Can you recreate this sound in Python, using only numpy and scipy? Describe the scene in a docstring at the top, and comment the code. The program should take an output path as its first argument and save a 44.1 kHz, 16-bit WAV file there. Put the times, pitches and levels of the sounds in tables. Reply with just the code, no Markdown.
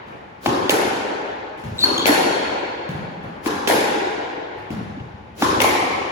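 """First an earlier crack, still ringing over building hum in a hard-walled squash court; then a lone drill.
From a microphone at mid court: racket swishes and strokes, the ball cracking on the front wall,
thuds of ball and shoe on sprung boards, squeaking soles. Blows are noise cracks over decaying modes,
swishes are swelling noise, squeaks are gliding tones; shaped noise and slowly dying tones make
the reverberation that hangs for seconds between the plaster walls."""
import sys
import numpy as np
from scipy import signal
from scipy.fft import rfft, irfft
from scipy.io import wavfile
from scipy.ndimage import uniform_filter1d

SR = 44100
rng = np.random.default_rng(int(sys.argv[2]) if len(sys.argv) > 2 else 0)


def persist_wave(psi):
    """Save psi, clipped to +-1, as 16-bit WAV."""
    counts = np.round(np.clip(psi, -1, 1) * 32767).astype(np.int16)
    wavfile.write(sys.argv[1], SR, np.atleast_2d(counts).T)


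N = 269451  # samples

# Racket on ball: t/s, direct peak/dB, court level/dB, treble tilt/dB, left minus right/dB, contact null f/Hz,
# ring at the favoured pitch/dB, favoured f/Hz, fall-off away from it/(dB per octave squared)
STROKES = [(0.4594, -8, -20, -4.5, 5.5, 636, 4, 690, 6), (1.8376, -10.5, -21.5, 3.5, 3, 646, 12, 320, 1.5),
           (3.4594, -13.5, -23.5, -0.5, 8, 625, 5.5, 800, 2), (5.4213, -6.5, -18, 1.5, 3, 690, 8, 960, 11)]
# Ball on the front wall: the same columns as the strokes
CRACKS = [(0.6945, 0.5, -18, 0.21, -4.5, 1136, 4.7, 553, 13),
          (2.0564, -5.5, -15, -0.52, 14, 1200, 0.68, 397, 0.77),
          (3.674, -7.5, -16, 0.9, -12, 1183, 4.7, 500, 0.65),
          (5.6026, -5, -16.5, 0.34, 12, 1510, 13.9, 1490, 14)]
# Colour of ball on plaster: f/Hz, relative level/dB
PLASTER = [(50, -31.5), (130, -18), (300, -6.5), (1000, -12), (1600, -12), (3000, -20), (6000, -25),
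           (12000, -24), (16500, -33.5)]
# Modes of frame and string bed: f/Hz, relative level/dB, t60/s
RACKET = [(342, -4, 0.018), (500, -9.5, 0.01), (818, -13, 0.018), (1042, -3, 0.011), (1603, -6.5, 0.0088)]
# Modes of ball and plaster: f/Hz, relative level/dB, t60/s
WALL = [(419, -10, 0.019), (510, -17.5, 0.027), (805, -8, 0.0085), (2205, -20, 0.006)]
EARLIER_S, EARLIER_COURT_DB = -1.1, -15.5  # a crack before the start still rings
FLOOR_ECHO = (.0035, -10, 0)  # first echo off the boards: delay/s, level/dB, blur/s


def amp(db):
    """Turn decibels into a factor on sound pressure."""
    return 10 ** (np.asarray(db) / 20)


def evened(x):
    """Bring a signal to unit RMS."""
    return x / np.sqrt(np.mean(x ** 2) + 1e-20)


def read(points, hz):
    """Read a curve of (f/Hz, value) points along a logarithmic frequency axis."""
    f, value = np.transpose(points)
    return np.interp(np.log(hz + 1), np.log(f + 1), value)


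def add(mix, s, sound):
    """Lay a sound into the mix at s seconds, trimming whatever falls outside."""
    at = round(s * SR)
    sound = sound[:, max(-at, 0):]
    part = mix[:, max(at, 0):][:, :sound.shape[1]]
    part += sound[:, :part.shape[1]]


def sides(pan_db, x, lag_s=.00013):
    """Place a direct sound by level; the right port hears it a little sooner."""
    late = np.concatenate([np.zeros(round(lag_s * SR)), x])[:len(x)]
    return amp([[pan_db / 2], [-pan_db / 2]]) * np.array([late, x])


def noise(seconds, shape_db):
    """Two partly alike channels of noise; shape_db(hz, t) sets the level of every bin."""
    # Likeness swings in sign across the treble: f/Hz, left-right likeness
    likeness = [(60, 1), (130, 0.78), (290, 0.83), (640, -0.17), (1400, -0.23), (3100, 0.03), (7000, 0.17),
                (8600, -1.35), (9600, -0.23), (11500, 1.5), (13500, -3), (15300, 2.4)]
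    # Stereo balance: f/Hz, left minus right/dB
    balance = [(60, 1.5), (200, 0.5), (700, 2), (2400, 1.5), (8000, 0)]
    frames = int(seconds * SR) // 128 + 5
    hz = np.fft.rfftfreq(512, 1 / SR)[:, None]
    a, b, c, d = rng.standard_normal((frames, 257, 4)).T
    same = np.clip(read(likeness, hz), -1, 1)
    left = a + 1j * b
    right = same * left + np.sqrt(1 - same ** 2) * (c + 1j * d)
    level_db = shape_db(hz, np.arange(frames) * 128 / SR)
    balance_db = np.array([.5, -.5])[:, None, None] * read(balance, hz)
    bins = np.array([left, right]) * amp(level_db + balance_db)
    return signal.istft(bins, nperseg=512, noverlap=384)[1][:, :int(seconds * SR)]


def court(seconds=3, lumpy_s=0.06, patchy_db=2.0):
    """Reflections that start uneven and crowd together in patches, each band dying at its own speed."""
    # Reverberation: f/Hz, t60/s
    decay = [(50, 5.15), (110, 0.29), (200, 2), (420, 2.96), (1100, 3.15), (2900, 2.57), (5500, 1.56),
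             (8000, 1.116), (12000, 0.62), (16000, 0.35)]
    # Low reflections gather later: f/Hz, rise time/s
    bass_rise = [(300, 0.023), (1000, 0.014), (2500, .006)]
    lumps_db, rise_s = 4.5, .007  # early bunching; time the reflections need to crowd together

    def level_db(hz, t):
        patches = uniform_filter1d(rng.standard_normal((len(t), len(hz))), size=5, axis=0)
        patches = uniform_filter1d(patches, size=4, axis=1).T
        rise = 1.001 - np.exp(-(t / read(bass_rise, hz)) ** 2)
        return 20 * np.log10(rise) - 60 * t / read(decay, hz) + patchy_db * evened(patches)

    tail = noise(seconds, level_db)
    t = np.arange(tail.shape[1]) / SR
    knots = t[::110]
    lumps = np.interp(t, knots, np.tanh(rng.standard_normal(len(knots))))
    bunching = amp(lumps_db * lumps * np.exp(-t / lumpy_s))
    return tail * bunching * (1 - np.exp(-(t / rise_s) ** 2))


def grain(size):
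    """A causal filter of random narrow peaks and dips, about 15 Hz wide, drawn anew for each blow's tail."""
    grain_db = 2
    bumps = uniform_filter1d(rng.standard_normal(size // 2 + 1), size=30)
    bumps = evened(uniform_filter1d(bumps, size=30))
    log_gain = np.log(amp(grain_db * np.concatenate([bumps, bumps[-2:0:-1]])))
    return np.exp(np.conj(signal.hilbert(log_gain)))[:size // 2 + 1]  # minimum phase


def ringing(court_db, colour, modes, treble_db, null_hz, null_width):
    """The court's answer to one blow: crack colour, modes, contact-time null and uneven ringing."""
    tail = court()
    hz = np.fft.rfftfreq(tail.shape[1], 1 / SR)
    crack = amp(read(colour, hz) + read([(1500, 0), (6000, treble_db)], hz))
    # each mode is a resonance, narrower the longer it rings
    rings = sum(amp(db) ** 2 / (1 + ((hz - f) * t60 / 0.76) ** 2) for f, db, t60 in modes)
    low_cut = np.minimum(hz / modes[0][0], 1)
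    null = 1 - .8 * np.exp(-(np.log(hz / null_hz + 1e-9) / null_width) ** 2)
    response = np.sqrt(crack ** 2 + rings * low_cut ** 2) * null * grain(tail.shape[1])
    tail = irfft(rfft(tail) * response)
    tail *= np.clip(np.linspace(11, -1, tail.shape[1]), 0, 1)  # fade the end to silence
    return amp(court_db) * tail / np.sqrt(np.mean(tail[:, :SR // 10] ** 2))


def standing(tones, spread_hz):
    """Slowly dying tones, each a close pair that beats, with its own phase at each port."""
    t = np.arange(3 * SR) / SR
    out = np.zeros((2, len(t)))
    for hz, db, t60 in tones:
        shift, left, right = rng.random((2, 3)).T[:, :, None]
        turn = 2 * np.pi * (hz + spread_hz * (shift - .5)) * t
        pair = [(amp([[0], [-6]]) * np.sin(turn + 2 * np.pi * phase)).sum(0) for phase in (left, right)]
        out += amp(db - 60 * t / t60) * np.array(pair)
    return out * (1 - np.exp(-t / 0.026)) * np.minimum((3 - t) / .3, 1)


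def struck(modes, ring_db, favoured_hz, fall_db):
    """The modes as one blow excites them: those near the favoured pitch ring most."""
    return [(hz, db + ring_db - abs(fall_db) * np.log2(hz / favoured_hz) ** 2, t60)
            for hz, db, t60 in modes]


def snap(size, treble_db):
    """Noise with the colour of the bare crack, tilted above 3 kHz."""
    # Bare crack: f/Hz, relative level/dB
    crack_colour = [(400, -36.5), (1500, 6.5), (2500, 16.5), (4500, 6.5), (9000, -7), (16000, -9.5)]
    hz = np.fft.rfftfreq(size, 1 / SR)
    colour_db = read(crack_colour, hz) + read([(3000, 0.0055), (9000, treble_db)], hz)
    return irfft(rfft(rng.standard_normal(size)) * amp(colour_db), size)


def blow(peak_db, modes, treble_db, crack_s, crack_db, cycles, echoes):
    """A short rubbery noise crack over modes that swell in within about one cycle, with its first echoes."""
    t = np.arange(8192) / SR
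    crack = snap(len(t), treble_db) * t / crack_s * np.exp(-t / crack_s)
    crack /= np.sqrt(np.sum(crack ** 2) / (SR * crack_s))
    rings = sum(amp(db - 60 * t / t60) * (1 - np.exp(-(t * hz / cycles) ** 2)) * np.sin(2 * np.pi * hz * t)
                for hz, db, t60 in modes)
    x = rings / abs(rings).max() + amp(crack_db) * crack
    x = x + sum(amp(db) * np.roll(uniform_filter1d(x, 1 + round(blur_s * SR)), round(s * SR))
                for s, db, blur_s in echoes)
    return amp(peak_db) * x / abs(x).max()


def hits(rows, colour, modes, crack_s, crack_db, cycles, null_width, echoes):
    """Each blow arrives direct and then fills the court."""
    mix = np.zeros((2, N))
    for s, peak_db, court_db, treble_db, pan_db, null_hz, *favoured in rows:
        rung = struck(modes, *favoured)
        direct = blow(peak_db, rung, treble_db, crack_s, crack_db, cycles, echoes)
        add(mix, s, sides(pan_db, direct))
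        add(mix, s, ringing(court_db, colour, rung, treble_db, null_hz, null_width))
    return mix


def background():
    """Steady building noise and the dying crack of the previous shot."""
    # Building hum and air: f/Hz, relative level/dB
    hall = [(18, -40), (30, -16), (59, -2), (106, -20.5), (134, -14.5), (355, -20), (1190, -27.5),
            (1350, -44.5), (2230, -30), (16000, -68.5)]
    hall_db = -47
    hum = evened(noise(N / SR + .01, lambda hz, t: read(hall, hz) + 0 * t))
    mix = amp(hall_db) * hum[:, :N]
    earlier = ringing(EARLIER_COURT_DB, PLASTER, WALL, treble_db=2.0, null_hz=1186, null_width=0.021)
    add(mix, EARLIER_S, earlier)
    return mix


def lingering():
    """Strokes and cracks leave court tones hanging; strokes also leave the string bed's notes."""
    # Court tones that outlast the wash: f/Hz, level against the court level/dB, t60/s
    court_tones = [(353, -23, 3.2), (529, -22, 4.1), (776, -20, 3.5), (850, -22, 6.1), (1090, -23.5, 4.3)]
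    # String-bed notes hanging in the court: f/Hz, level against the court level/dB, t60/s
    string_tones = [(1072, -17, 1.4), (1645, -20, 1.4)]
    mix = np.zeros((2, N))
    for s, court_db in [row[0:3:2] for row in STROKES + CRACKS] + [(EARLIER_S, EARLIER_COURT_DB)]:
        add(mix, s, amp(court_db) * standing(court_tones, spread_hz=13.65))
    for s, _, court_db, *_ in STROKES:
        add(mix, s, amp(court_db) * standing(string_tones, spread_hz=30))
    return mix


def squeaks():
    """Stick-slip tones with a wavering, gliding pitch, a rough level and a scrape, carried on by the court."""
    # Short slips of a rubber sole: t/s, length/s, f/Hz, level about which it scatters/dB,
    # second harmonic/dB, pitch spread/share, glide/(Hz per s)
    slips = [(1.782, 0.0052, 3860, -26, -13, .01, -30000), (1.79, 0.0045, 3920, -13.5, -19.5, 0.006, 4997),
             (1.795, 0.017, 3830, -23.5, -14, 0.03, 3998.5), (1.805, 0.017, 4510, -23, -14, 0.025, -15000),
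             (1.81, 0.018, 3690, -21, -21, 0.026, -20000), (1.815, 0.016, 4120, -27, -16, 0.0077, 24997.5),
             (1.825, 0.021, 4300, -9, -30, 0.0055, 3002), (1.839, 0.01, 4357, -4, -39.5, 0.0037, -3000),
             (1.977, 0.0095, 3314, -17.5, -8.5, 0.034, -8000),
             (1.988, 0.024, 3400, -25.5, -11, 0.045, -9000), (2.008, 0.029, 3250, -29, -13, 0.05, -6000)]
    # The clearest slip keeps ringing: t/s, then its tones as (f/Hz, level/dB)
    ring_s, ring_tones = 1.835, [(4297, -39), (4350, -36)]
    ring_t60_s, wet_db = 1.9, -9.5  # wet_db: court share
    rough_db, rasp_db = 148, -18  # level scatter per share of pitch spread; scrape against second harmonic
    shoe = np.zeros((1, N))
    for start, length, hz, peak_db, overtone_db, spread, glide in slips:
        t = np.arange(0, length, 1 / SR)
        waver, grip = [evened(uniform_filter1d(rng.standard_normal(2000), size=60))[:len(t)]
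                       for _ in range(2)]
        pitch_hz = (hz + glide * (t - length / 2)) * (1 + spread * np.tanh(waver))
        turn = 2 * np.pi * np.cumsum(pitch_hz) / SR
        rasp = amp(rasp_db) * evened(np.diff(rng.standard_normal(2001)))[:len(t)]
        swell = amp(peak_db + rough_db * spread * np.tanh(grip)) * np.sin(np.pi * t / length)
        slip = swell * (np.sin(turn) + amp(overtone_db) * (np.sin(2 * turn) + rasp))
        add(shoe, start, slip[None])
    tail = court(patchy_db=.8)
    wet = signal.fftconvolve(shoe, tail / np.linalg.norm(tail[0, :SR // 20]), axes=1)[:, :N]
    mix = sides(4.2, shoe[0]) + amp(wet_db) * wet
    add(mix, ring_s, standing([(*tone, ring_t60_s) for tone in ring_tones], spread_hz=12))
    return mix


def swishes(fade_s=0.012):
    """Air noise that swells with the racket's speed and fades after the blow."""
    # Swings up to the ball: end t/s, length/s, level before the swell/dB
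    swings = [(0.472, 0.081, -27), (1.834, 0.13, -31), (3.478, .07, -24.5), (5.424, 0.088, -26)]
    # Colour of the rushing air: f/Hz, relative level/dB
    air_colour = [(80, -27), (300, 29.5), (1000, 14.5), (4000, 11), (16000, 1)]
    mix = np.zeros((2, N))
    for end, length, level_db in swings:
        air = evened(noise(length + fade_s, lambda hz, t: read(air_colour, hz) + 0 * t))
        t = np.arange(air.shape[1]) / SR
        speed = np.interp(t, [0, length, length + fade_s], [0, 1, 0])
        add(mix, end - length, amp(level_db) * air * speed ** 2.43)
    return mix


def corner():
    """Every stroke comes back, duller, from the back corner by the same few echoes."""
    # Back-corner echoes: delay t/s, level against the stroke/dB
    returns = [(.004, -4), (0.022, -28)]
    mix = np.zeros((2, N))
    rung = struck(RACKET, ring_db=0, favoured_hz=300, fall_db=0.5)
    for s, peak_db, _, treble_db, pan_db, *_ in STROKES:
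        for delay_s, loss_db in returns:
            echo = blow(peak_db + loss_db, rung, treble_db, crack_s=0.0019, crack_db=-26 + treble_db,
                        cycles=0.48, echoes=[FLOOR_ECHO])
            add(mix, s + delay_s, sides(pan_db, echo))
    return mix


def slaps():
    """Short pitched knocks: parts of the blows and echoes that stand out, each ringing at one pitch."""
    # Knocks: t/s, peak level/dB, brightness/dB, left minus right/dB, f/Hz
    knocks = [(0.4605, -10.5, -5, -3, 715), (0.4675, -13, -8, 3, 340), (0.479, -19, -10, 2, 310),
              (0.521, -13, -10, -2, 375), (0.572, -16, -10, 8, 365), (0.601, -15, -10, 6, 407),
              (0.705, -19.5, 17, 27, 2050), (0.712, -13, 10, -8, 2200), (0.737, -15, 3, 5, 320),
              (0.792, -24, -6, 4, 384), (0.851, -15.5, -8, 6, 366), (1.652, -28, -15, 4, 114),
              (1.712, -26, -15, 0, 110), (1.732, -29, -15, 0, 124), (1.772, -42, -15, 0, 111),
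              (2.066, -10, 10, -19, 2160), (2.087, -14.5, -1, 4, 863), (2.093, -8, -11, -3, 300),
              (2.111, -13, -11, -5, 370), (2.148, -26, -6, 2, 340), (2.948, -22.5, -15, -2, 150),
              (2.985, -23, -15, .5, 161), (3.255, -28, -15, 3, 119), (3.464, -12.5, -11, 2.1, 350),
              (3.495, -25, -4, 5, 493), (3.678, -8, 11, 9, 403), (3.6995, -5, 3, -1, 726),
              (3.711, -14, -1, 19, 1900), (3.725, -12, 5, 5, 470), (3.733, -18, -3, 2, 760),
              (3.767, -13, -5, .5, 850), (4.705, -23, -5, 7, 320), (4.725, -22, -13, 1.1, 186),
              (4.764, -25, -15, 1.1, 131), (4.808, -23, -11, 0, 213), (4.972, -25, -10, -1, 268),
              (5.13, -34, -14.5, 2, 98), (5.4227, -4, -10, 1, 960), (5.426, -9, -13.5, -3, 294),
              (5.529, -14, -8, 1.1, 402), (5.586, -14.5, -8, 2, 336), (5.604, -12.5, -6, -5, 525),
              (5.6155, -13, -3, 6, 900), (5.617, -10, 14, 21, 2300), (5.6446, -3.5, -7, 5, 794),
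              (5.752, -12, -11, 2.1, 830)]
    ring_cycles = 10.3  # until the tone is 60 dB down
    mix = np.zeros((2, N))
    for s, peak_db, bright_db, pan_db, hz in knocks:
        knock = blow(peak_db, [(hz, 0, ring_cycles / hz)], bright_db, crack_s=0.00067,
                     crack_db=-11.5 + bright_db, cycles=0.7, echoes=[FLOOR_ECHO])
        add(mix, s, sides(pan_db, knock))
    return mix


def thuds():
    """Ball or sole on sprung boards: low modes under a soft crack, with an echo along the court and back."""
    # Floor blows: the same columns as the strokes
    floor_blows = [(0.066, -36, -44, -1, 1.5, 427, -2, 220, 3.6),
                   (0.47, -22.5, -37, -6, 3, 430, 2, 127, 18),
                   (1.574, -37, -52.5, 20, 2.5, 420, -5, 220, 6.5),
                   (1.637, -26.5, -33, 7, 4, 286, 3.5, 101, 1.6),
                   (2.889, -19.5, -32.5, 3, 1, 430, 9, 159, 93),
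                   (3.226, -33.5, -37.5, -6.5, -2, 385, -12, 151, 0.9),
                   (4.569, -35, -41.5, -3, 2, 420, -2.5, 94, 20),
                   (4.703, -22, -29.5, 5, 1, 412, 6, 264, 2.8),
                   (4.999, -25, -46.5, -23.5, 3, 420, 23, 95, 17),
                   (5.43, -40.5, -35.5, -8, -1, 420, 14, 89, 37)]
    # Colour of ball or sole on boards: f/Hz, relative level/dB
    board_colour = [(40, -50), (90, -59), (260, -18), (500, -19), (1500, -24), (6000, -45), (16000, -53.5)]
    # Modes of the sprung boards: f/Hz, relative level/dB, t60/s
    board_modes = [(93.6, -2, 0.05), (114.7, -8, 0.086), (161, -5, 0.063), (207.4, -3.5, 0.05),
                   (272, -15, 0.062)]
    end_echo = (.058, -12, .0005)  # delay/s, level/dB, blur/s
    return hits(floor_blows, board_colour, board_modes, crack_s=0.0025, crack_db=-15, cycles=1.12,
                null_width=0.045, echoes=[end_echo])


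def cracks():
    """Ball on the front wall: a very short, strong noise crack over brief plaster modes."""
    return hits(CRACKS, PLASTER, WALL, crack_s=0.001, crack_db=1.0, cycles=1.03,
                null_width=0.14, echoes=[FLOOR_ECHO])


def strokes():
    """Racket on ball: frame and string-bed modes ring under a short, softer noise crack."""
    # Colour of ball on strings: f/Hz, relative level/dB
    string_colour = [(50, -12), (130, -7.5), (300, 2.5), (1000, -1.5), (1680, -13), (1900, -15),
                     (4000, -15.5), (8000, -22), (12000, -25.5), (16500, -39.5)]
    return hits(STROKES, string_colour, RACKET, crack_s=0.002, crack_db=-8.0, cycles=1.14,
                null_width=0.079, echoes=[FLOOR_ECHO])


def scene():
    """Sum the court, the player's movements and the blows at the microphone."""
    room = background() + lingering()
    player = squeaks() + swishes()
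    knocks_and_echoes = corner() + slaps()
    return room + player + knocks_and_echoes + thuds() + cracks() + strokes()


def record(dry):
    """The microphone drops the deep bass; soft overload near full scale; then the band limit."""
    bass_cut = signal.butter(N=3, Wn=55, btype="high", fs=SR, output="sos")
    thin = signal.sosfilt(bass_cut, dry)
    band_limit = signal.firwin(511, 16800, window=("kaiser", 9), fs=SR)  # low-pass edge in Hz
    return signal.oaconvolve(np.tanh(thin), band_limit[None], "same")


dry = scene()
out = record(dry)
persist_wave(out)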